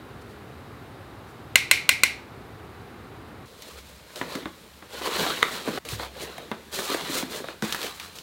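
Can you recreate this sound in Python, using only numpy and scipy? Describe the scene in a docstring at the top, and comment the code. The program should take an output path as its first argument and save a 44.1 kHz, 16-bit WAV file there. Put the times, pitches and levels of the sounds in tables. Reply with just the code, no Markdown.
"""Paper packets slide into a canvas bag on a table: random slips, filtered into scrape, hiss and hollow.
Shaped noise and decaying sines give the knocks in bag and table, a snapping packet and flipping creases.
Before this, in a room with louder air, a make-up brush whispers over powder (swelling noise) and taps four
times on a plastic compact close by (decaying modes, a noise crack and an echo).
Coloured noise is the air of each room, with a low sine drone in the second; the sound is mono."""
import sys
import numpy as np
from scipy import signal
from scipy.fft import rfft, irfft, next_fast_len
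from scipy.io import wavfile
from scipy.ndimage import uniform_filter1d, map_coordinates

SR = 44100
rng = np.random.default_rng(int(sys.argv[2]) if len(sys.argv) > 2 else 0)


def transcribe(signal):
    """Save signal, clipped to [-1, 1], as a 16-bit WAV file at the path in sys.argv[1]."""
    frames = np.atleast_2d(signal).T
    limited = np.clip(frames, -1, 1)
    pcm = np.round(limited * 32767).astype(np.int16)
    wavfile.write(sys.argv[1], SR, pcm)


N = 362502

# All levels in the tables are relative; spectra are in relative dB per Hz.
# A packet or hand sliding along the canvas: start_s, attack_s, release_s, scrape_db,
# hiss_over_scrape_db, hollow_over_scrape_db
STROKES = [(3.5, 0.208, 0.106, -49, -2, -0.5), (3.759, 0.0242, 0.0227, -45.5, -1.5, -20),
           (3.81, 0.1, 0.059, -58, 4, -23), (4.04, 0.076, 0.056, -52.5, -2.5, -3.5),
           (4.152, 0.0101, 0.115, -44, -1, 1), (4.19, 0.1666, 0.0806, -39.5, -8.5, -6),
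           (4.868, 0.091, 0.184, -40, -5.5, -7), (4.988, 0.0812, 0.033, -30.5, -7.5, -6.5),
           (5.01, 0.2054, 0.1995, -28.5, -6, -6.5), (5.38, 0.1806, 0.0713, -36.5, -4.5, -6),
           (5.612, 0.084, 0.207, -36.5, -5, -.5), (5.85, 0.0873, 0.026, -40.5, 4, -7.5),
           (5.94, 0.0957, 0.0344, -37, -6.5, -2), (6.19, 0.0407, 0.0246, -42, 4, -4.5),
           (6.1, 0.1147, 0.27, -42.5, -9, -.5), (6.706, 0.0487, 0.284, -36.5, 2, -3.5),
           (6.83, 0.096, 0.0356, -32, -3.5, -9), (6.93, 0.0825, 0.217, -36, -10.5, -7.5),
           (7.043, 0.1394, 0.0408, -34, 1.5, -1), (7.27, 0.0876, 0.0544, -37.5, -1.5, 0.5),
           (7.4, 0.1113, 0.0344, -42.5, -12, -7), (7.615, 0.0256, 0.255, -37, -2, -9),
           (7.742, 0.1154, 0.0596, -36.5, -5.5, -9.5), (7.956, 0.081, 0.072, -46, -2, -26.5),
           (8.144, 0.0156, 0.06, -50.5, 4.5, -23.5)]
# Resting friction of the held bag: scrape_db, hiss_db, hollow_db
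HELD_DB = [-57.5, -60.5, -58]
# Spectra of the bag's hollow, the canvas scrape and the paper hiss: frequency_hz, level_db
BAG_SPECTRUM = [(60, -26.5), (150, -6.5), (300, -3.5), (470, 1.5), (620, -3.5), (900, -25.5), (2000, -48)]
CANVAS_SPECTRUM = [(300, -46.5), (700, -2.5), (1150, 1), (1900, -3), (2900, -5), (4100, -1), (5200, -15.5),
                   (9000, -28)]
PAPER_SPECTRUM = [(1000, -7.5), (3000, 0), (4100, 3), (5500, -0.5), (7500, -1), (10000, -4.5),
                  (15500, -7.5)]
# A packet's edge dragging over the weave: start_s, attack_s, release_s, level_db
EDGE_DRAG = (6, 0.0075, 0.003, -37)
# Spectrum of the edge's thin rasp: frequency_hz, level_db
EDGE_SPECTRUM = [(2500, -29), (3400, -7), (3850, 0.5), (4300, -8.5), (5500, -29.5)]
# Things bumping in the bag and on the table: start_s, clack_db, thud_db, pitch_hz
KNOCKS = [(4.2135, -17, -23.5, 261.7), (4.354, -25.5, -20.5, 271), (4.427, -33, -31.5, 260.7),
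          (4.4568, -21.5, -21.5, 312.5), (4.824, -31.5, -39, 300.6), (5.013, -34, -25, 403),
          (5.265, -19.5, -23, 347), (5.675, -23.5, -16.5, 456.3), (5.683, -19, -16, 234.4),
          (5.775, -21.5, -18, 391.3), (5.923, -44.5, -22, 104.7), (5.998, -22, -34, 565),
          (6.382, -30.5, -24, 713), (6.5158, -17.5, -23, 235.8), (6.789, -17.5, -18, 399.7),
          (6.899, -30, -17, 415), (6.918, -26, -19.5, 434.6), (6.945, -17.5, -13.5, 493),
          (7.096, -31.5, -22, 292.3), (7.227, -21, -17.5, 260.2), (7.402, -41.5, -26, 406),
          (7.442, -28, -21.5, 503), (7.486, -23.5, -29.5, 330), (7.624, -19.5, -14, 236.3),
          (7.637, -40, -19.5, 232.6)]
# Spectrum of a clack: frequency_hz, level_db
CLACK_SPECTRUM = [(200, -1.5), (600, 2.5), (1100, 2.5), (1900, 0.5), (2700, -11), (3700, -7.5), (5000, -29),
                  (14000, -43.5)]
# Modes of a thud: pitch_ratio (multiple of its pitch), level_db
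PANEL_MODES = [(.65, -5), (1, 0.5), (1.37, -7), (1.9, -11.5)]
# A stiff packet snapping as it is pushed home: start_s, level_db
SNAPS = [(5.4241, -16), (5.4284, 1.5), (5.4299, -25.5)]
# Modes of the stiff packet: frequency_hz, level_db, t60_s
PACKET_MODES = [(459.3, -10.5, 0.028), (973, -11, 0.0118), (1261, -3.5, 0.0122), (2007, -2, 0.0102),
                (2516, -11, 0.0112), (2904, -2, 0.00378), (3763, -7.5, 0.0091)]
# Creases that flip: start_s, level_db, pitch_hz
CREASES = [(3.6216, -27, 4160), (4.1594, -27, 3900), (4.353, -23.5, 3130), (5.8513, -26, 3750),
           (5.8883, -20.5, 3700), (6.3808, -27, 1910), (6.7281, -30, 3610), (6.9444, -18.5, 4060),
           (7.6234, -21, 3800), (7.7245, -12, 3520), (7.7473, -16.5, 1630), (7.8157, -20, 3670),
           (7.8299, -16.5, 2600), (7.865, -21.5, 2600), (7.9987, -20.5, 2470), (8.1865, -26, 3800)]
# Brush handle on the compact: start_s, level_db, rebound_delay_s, rebound_db
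TAPS = [(1.5567, -1, .0024, -3.5), (1.7126, 0.5, .0025, -7), (1.8913, -1, 0.0028, -3),
        (2.0346, -2, 0.00224, -4)]
# Modes of compact and handle: frequency_hz, level_db, t60_s
COMPACT_MODES = [(568.5, -19.5, 0.0276), (1036, -15, 0.0256), (1500, -10, 0.0254), (2045.7, -5.5, 0.036),
                 (2131, -19, 0.227), (2340, -29, 0.26), (2401, -5, 0.0247), (2758, -4, 0.0187),
                 (3208, -22, 0.03), (3606, -13.5, 0.0115), (4114, -6, 0.0211), (4200, -38, 0.14),
                 (4590, -36, .17), (5400, -34.5, 0.24), (7500, -22, .01)]
# Spectrum of a hard contact: frequency_hz, level_db
CRACK_SPECTRUM = [(100, -35), (500, -27.5), (2500, 12.5), (5000, -1.5), (8000, 4), (13000, -5.5),
                  (16000, -6.5)]
# Spectrum that the walls return after a tap: frequency_hz, level_db
TAP_ECHO_SPECTRUM = [(300, -23), (1300, -21), (1600, -9), (1750, -18.5), (1930, -4.5), (2130, 1.5),
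                     (2500, -3), (3000, -10.5), (3250, -14.5), (4100, -8.5), (5000, -18.5), (5600, -15),
                     (6400, -19), (8200, -19.5), (12500, -24), (16000, -30.5)]
# Bristles on the powder: centre_s, level_db, half_length_s
SWEEPS = [(0.221, -56, .008), (0.306, -61, .03), (1.298, -61.5, .03)]
# Reverberation time: frequency_hz, t60_s
ROOM_DECAY = [(200, 0.386), (1300, 0.341), (2300, 0.358), (4500, 0.347), (9000, 0.277), (15000, 0.22)]
# Air of the first and of the second room: frequency_hz, level_db
FIRST_AIR = [(15, -59.5), (25, -44), (52, -9.5), (108, -1), (166, -8.5), (405, -8), (624, -15.5),
             (775, -12.5), (988, -16), (1160, -14), (3340, -29), (3820, -27), (5880, -39), (14800, -41),
             (16000, -46)]
SECOND_AIR = [(25, -33), (65, 3), (110, -4.5), (200, -1.5), (450, -16.5), (900, -11.5), (2500, -16.5),
              (4000, -17), (6000, -23), (15500, -26.5)]
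# Swells of the drone: start_s, length_s, level_db
SWELLS = [(3.751, 0.222, -50.5), (4.98, .4, -55), (5.921, 0.435, -44)]
# Interval in which all packing sounds drop away: start_s, end_s
HUSH = (5.79, 5.848)

MOVE_S = 3.45  # the second room begins
RELEASE_SHAPE = 1.29  # exponent; above 1 a stroke holds its speed a little before it dies away
CRINKLE_PER_S, CRINKLE_DB = 70, -13.5  # small folds popping in the paper; level relative to the hiss
RING_CYCLES = 18.37  # cycles of its pitch in which a thud falls by 60 dB, so low ones last longer
TABLE_LOW_HZ = 123.5  # the table top gives off little bass below this
DRONE_HZ, DRONE_DB = 66.2, -70.5  # steady part of the drone
SWELL_EDGE_S, SWELL_T60_S = 0.046, 1.66
TOP_HZ = 16000  # band limit


def amp(db):
    """Level: decibels to amplitude gain."""
    return 10 ** (np.asarray(db) / 20)


def unit(x):
    """Normalisation: scaled to rms 1."""
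    return x / np.sqrt(np.mean(x ** 2) + 1e-20)


def along(points, hz):
    """Interpolation of (Hz, value) points on a logarithmic frequency axis."""
    point_hz, value = np.transpose(points)
    return np.interp(np.log(hz + 1), np.log(point_hz + 1), value)


def clock(size):
    """Sampling: the time of each sample in seconds."""
    return np.arange(size) / SR


def filtered(x, response):
    """Linear filtering: the spectrum times a gain that depends on frequency."""
    padded = next_fast_len(len(x) + 8192)
    spectrum = rfft(x, padded) * response(np.fft.rfftfreq(padded, 1 / SR))
    return irfft(spectrum, padded)[:len(x)]


def coloured(x, spectrum):
    """Spectral shaping by (Hz, dB) points, at rms 1."""
    return unit(filtered(x, lambda hz: amp(along(spectrum, hz))))


def noise(spectrum, size=N):
    """Coloured noise: shaped white noise of rms 1."""
    return coloured(rng.standard_normal(size), spectrum)


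def wobble(rate):
    """Slow random modulation: rate knots a second, joined by straight lines."""
    knots = rng.standard_normal(int(N * rate / SR) + 4)
    return map_coordinates(knots, [clock(N) * rate], order=1)


def fade(t, t60):
    """Exponential decay: a fall of 60 dB in t60 seconds."""
    return np.exp(-np.log(1000) * t / t60)


def gate(start, end, edge):
    """Windowing: fully open from start to end, with linear edges outside."""
    t = clock(N)
    return np.clip(np.minimum(t - start, end - t) / edge + 1, 0, 1)


def add(track, s, sound):
    """Superposition: mix a sound in at time s, in place."""
    part = track[round(s * SR):][:len(sound)]
    part += sound[:len(part)]


def stroke_speed(start, attack, release):
    """Motion under friction: the hand speeds up smoothly to 1, then friction slows it."""
    t = clock(N) - start
    rise = np.sin(np.pi / 2 * np.clip(t / attack, 0, 1)) ** 2
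    return rise * np.exp(-(np.maximum(t - attack, 0) / release) ** RELEASE_SHAPE)


def friction(spectrum, rate, spread_db, flutter_db):
    """Dry friction: random slips, rate a second on average, filtered and fluttering in level."""
    chance, size, sign = rng.random(N), rng.standard_normal(N), rng.standard_normal(N)
    slips = (chance < rate / SR) * amp(spread_db * np.clip(size, -3, 3)) * sign
    flutter = amp(flutter_db * (wobble(28) + wobble(110)))
    return unit(coloured(slips, spectrum) * flutter)


def folds(x, depth_db):
    """Shifting resonance: moving cloth changes shape, so its resonances come and go."""
    z = signal.stft(x, nperseg=512)[2]
    field = uniform_filter1d(rng.standard_normal(z.shape), size=3, axis=0)  # smooth over frequency
    field = uniform_filter1d(field, size=9, axis=1)  # and over time
    return unit(signal.istft(z * amp(depth_db * unit(field)), nperseg=512)[1][:N])


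def rustle():
    """Sliding friction: stroke speed drives scrape, hiss and hollow; overlapping strokes add in power."""
    power = np.zeros((3, N)) + amp(HELD_DB)[:, None] ** 2  # the held bag never quite rests
    for start, attack, release, db, hiss_db, hollow_db in STROKES:
        gains = amp(db + np.array([[0], [hiss_db], [hollow_db]]))
        power += (gains * stroke_speed(start, attack, release)) ** 2
    scrape_level, hiss_level, hollow_level = np.sqrt(power)

    hollow = folds(friction(BAG_SPECTRUM, rate=2500, spread_db=3, flutter_db=1.2), depth_db=3.5)

    scrape = friction(CANVAS_SPECTRUM, rate=6000, spread_db=0.5, flutter_db=0.76)
    crackle = friction(CANVAS_SPECTRUM, rate=110, spread_db=2, flutter_db=.8)
    cloth = folds(scrape + amp(-10) * crackle, depth_db=2.5)

    hiss = friction(PAPER_SPECTRUM, rate=14000, spread_db=0.0, flutter_db=1.2)
    crinkle = friction(PAPER_SPECTRUM, rate=CRINKLE_PER_S, spread_db=0.5, flutter_db=-0.7)
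    paper = unit(hiss + amp(CRINKLE_DB) * crinkle)

    strokes = amp(1.5) * hollow_level * hollow
    strokes += amp(0.02) * scrape_level * cloth
    strokes += amp(0.94) * hiss_level * paper
    return strokes * (1 - gate(0, MOVE_S, edge=0.011))


def edge_drag():
    """Resonant friction: one stroke of slips into the narrow ring of a stiff paper edge."""
    start, attack, release, db = EDGE_DRAG
    rasp = friction(EDGE_SPECTRUM, rate=1500, spread_db=1, flutter_db=1.5)
    return amp(db) * stroke_speed(start, attack, release) * rasp


def knocks():
    """Padded impact: a short clack at the contact, with a softened thud from bag and table."""
    out, t = np.zeros(N), clock(SR // 4)
    for s, clack_db, thud_db, hz in KNOCKS:
        clack = noise(CLACK_SPECTRUM, size=len(t)) * (fade(t, 0.0162) + amp(-10) * fade(t, 0.153))
        thud = sum(amp(db) * np.sin(2 * np.pi * (hz * ratio * t + rng.random()))
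                   for ratio, db in PANEL_MODES)
        swell = 1 - np.exp(-(hz * t / 0.573) ** 2)  # the cloth pads the blow over part of a cycle
        thud = thud * swell * fade(t, RING_CYCLES / hz)
        add(out, s, amp(clack_db - 5.5) * clack + amp(thud_db - 3.5) * thud)
    return signal.sosfilt(signal.butter(2, TABLE_LOW_HZ, "high", fs=SR, output="sos"), out)


def strike(modes, crack_db, crack_t60, scatter_db):
    """Modal excitation: a hard contact cracks and rings modes at strengths drawn anew."""
    t = clock(SR // 6)
    ring = np.zeros(len(t))
    for k, (hz, db, t60) in enumerate(modes):
        strength = (-1) ** k * amp(db + scatter_db * rng.standard_normal())  # alternating polarity
        ring += strength * fade(t, t60) * np.sin(2 * np.pi * hz * t)
    return ring + amp(crack_db) * fade(t, crack_t60) * noise(CRACK_SPECTRUM, size=len(t))


def packet_snap():
    """Buckling: a stiff wall catches, then gives way, each time striking the packet's modes."""
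    out = np.zeros(N)
    for s, db in SNAPS:
        snap = strike(PACKET_MODES, crack_db=-15.5, crack_t60=0.0092, scatter_db=2.5)
        add(out, s, amp(db - 1.5) * snap)
    return out


def creases():
    """Snap-through: each fold that flips is a dry noise tick around its own pitch."""
    out, t = np.zeros(N), clock(SR // 16)
    for s, db, hz in CREASES:
        tick = noise([(hz / 6, -14), (hz, 0), (hz * 4, -16)], size=len(t))
        add(out, s, amp(db - 7) * tick * (fade(t, 0.00566) + amp(-7) * fade(t, 0.0637)))
    return out


def brush_taps():
    """Impact and reflection: the handle hits the rim, the loose lid rebounds, and the walls answer."""
    out, walls = np.zeros(N), room_tail(build=0.01)
    for s, db, rebound_delay, rebound_db in TAPS:
        tap = strike(COMPACT_MODES, crack_db=-3.0, crack_t60=0.0233, scatter_db=0.03)
        t = clock(len(tap))
        rebound = fade(t, 0.00356) * noise(CRACK_SPECTRUM, size=len(t))
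        add(tap, rebound_delay, amp(rebound_db) * rebound)
        add(out, s, amp(db - 1.5) * tap)
        # the hand barely moves, so the echo changes only in part from tap to tap
        echo = coloured(walls + 0.78 * room_tail(build=0.0035), TAP_ECHO_SPECTRUM)
        add(out, s, amp(db - 33.5) * echo)
    return out


def bristles():
    """Light friction: the brush whispers over the powder as noise that swells and fades."""
    touch = sum(amp(db) * np.exp(-((clock(N) - s) / half_length) ** 2) for s, db, half_length in SWEEPS)
    return touch * noise(PAPER_SPECTRUM)


def room_tail(build):
    """Reverberation: the answer to a click builds up, then each frequency decays at its own rate."""
    hz, t, z = signal.stft(rng.standard_normal(SR // 2), SR, nperseg=256)
    tail = signal.istft(z * fade(t, along(ROOM_DECAY, hz)[:, None]), SR, nperseg=256)[1]
    tail = tail * (1 - np.exp(-(clock(len(tail)) / build) ** 2))
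    return tail / np.linalg.norm(tail)


def room_tone():
    """Stationary noise: steady air in each room, with a swelling low drone in the second."""
    first, t = gate(0, MOVE_S, edge=0.0102), clock(N)
    level = amp(DRONE_DB)
    for s, length, db in SWELLS:
        decay = fade(np.maximum(t - s, 0), SWELL_T60_S)
        level = level + amp(db) * gate(s, s + length, SWELL_EDGE_S) * decay
    phase = 2 * np.pi * DRONE_HZ * t + 0.22 * wobble(9)  # wanders slightly, in radians
    drone = level * np.sqrt(2) * np.sin(phase)
    first_air = amp(-43.5) * noise(FIRST_AIR)
    second_air = amp(-52.0) * noise(SECOND_AIR)
    return first * first_air + (1 - first) * (second_air + drone)


def scene():
    """Superposition: both rooms in turn, the same signal in two channels."""
    bumps = knocks() + packet_snap() + creases()
    walls = amp(-9.5) * signal.fftconvolve(bumps, room_tail(build=0.00234))[:N]
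    packing = (rustle() + edge_drag() + bumps + walls) * (1 - gate(*HUSH, edge=0.0037))
    mono = packing + brush_taps() + bristles() + room_tone()
    return np.array([mono, mono])


def record(dry):
    """Overload and band limit: peaks clip at 0.95, then a 400 Hz wide slope ends the band at TOP_HZ."""
    clipped = np.clip(dry, -.95, .95)

    def band(hz):
        """Low-pass response: gain falls linearly from 1 to 0 around the limit."""
        return np.clip((TOP_HZ - hz) / 400 + .5, 0, 1)

    return np.array([filtered(channel, band) for channel in clipped])


dry = scene()
out = record(dry)
transcribe(out)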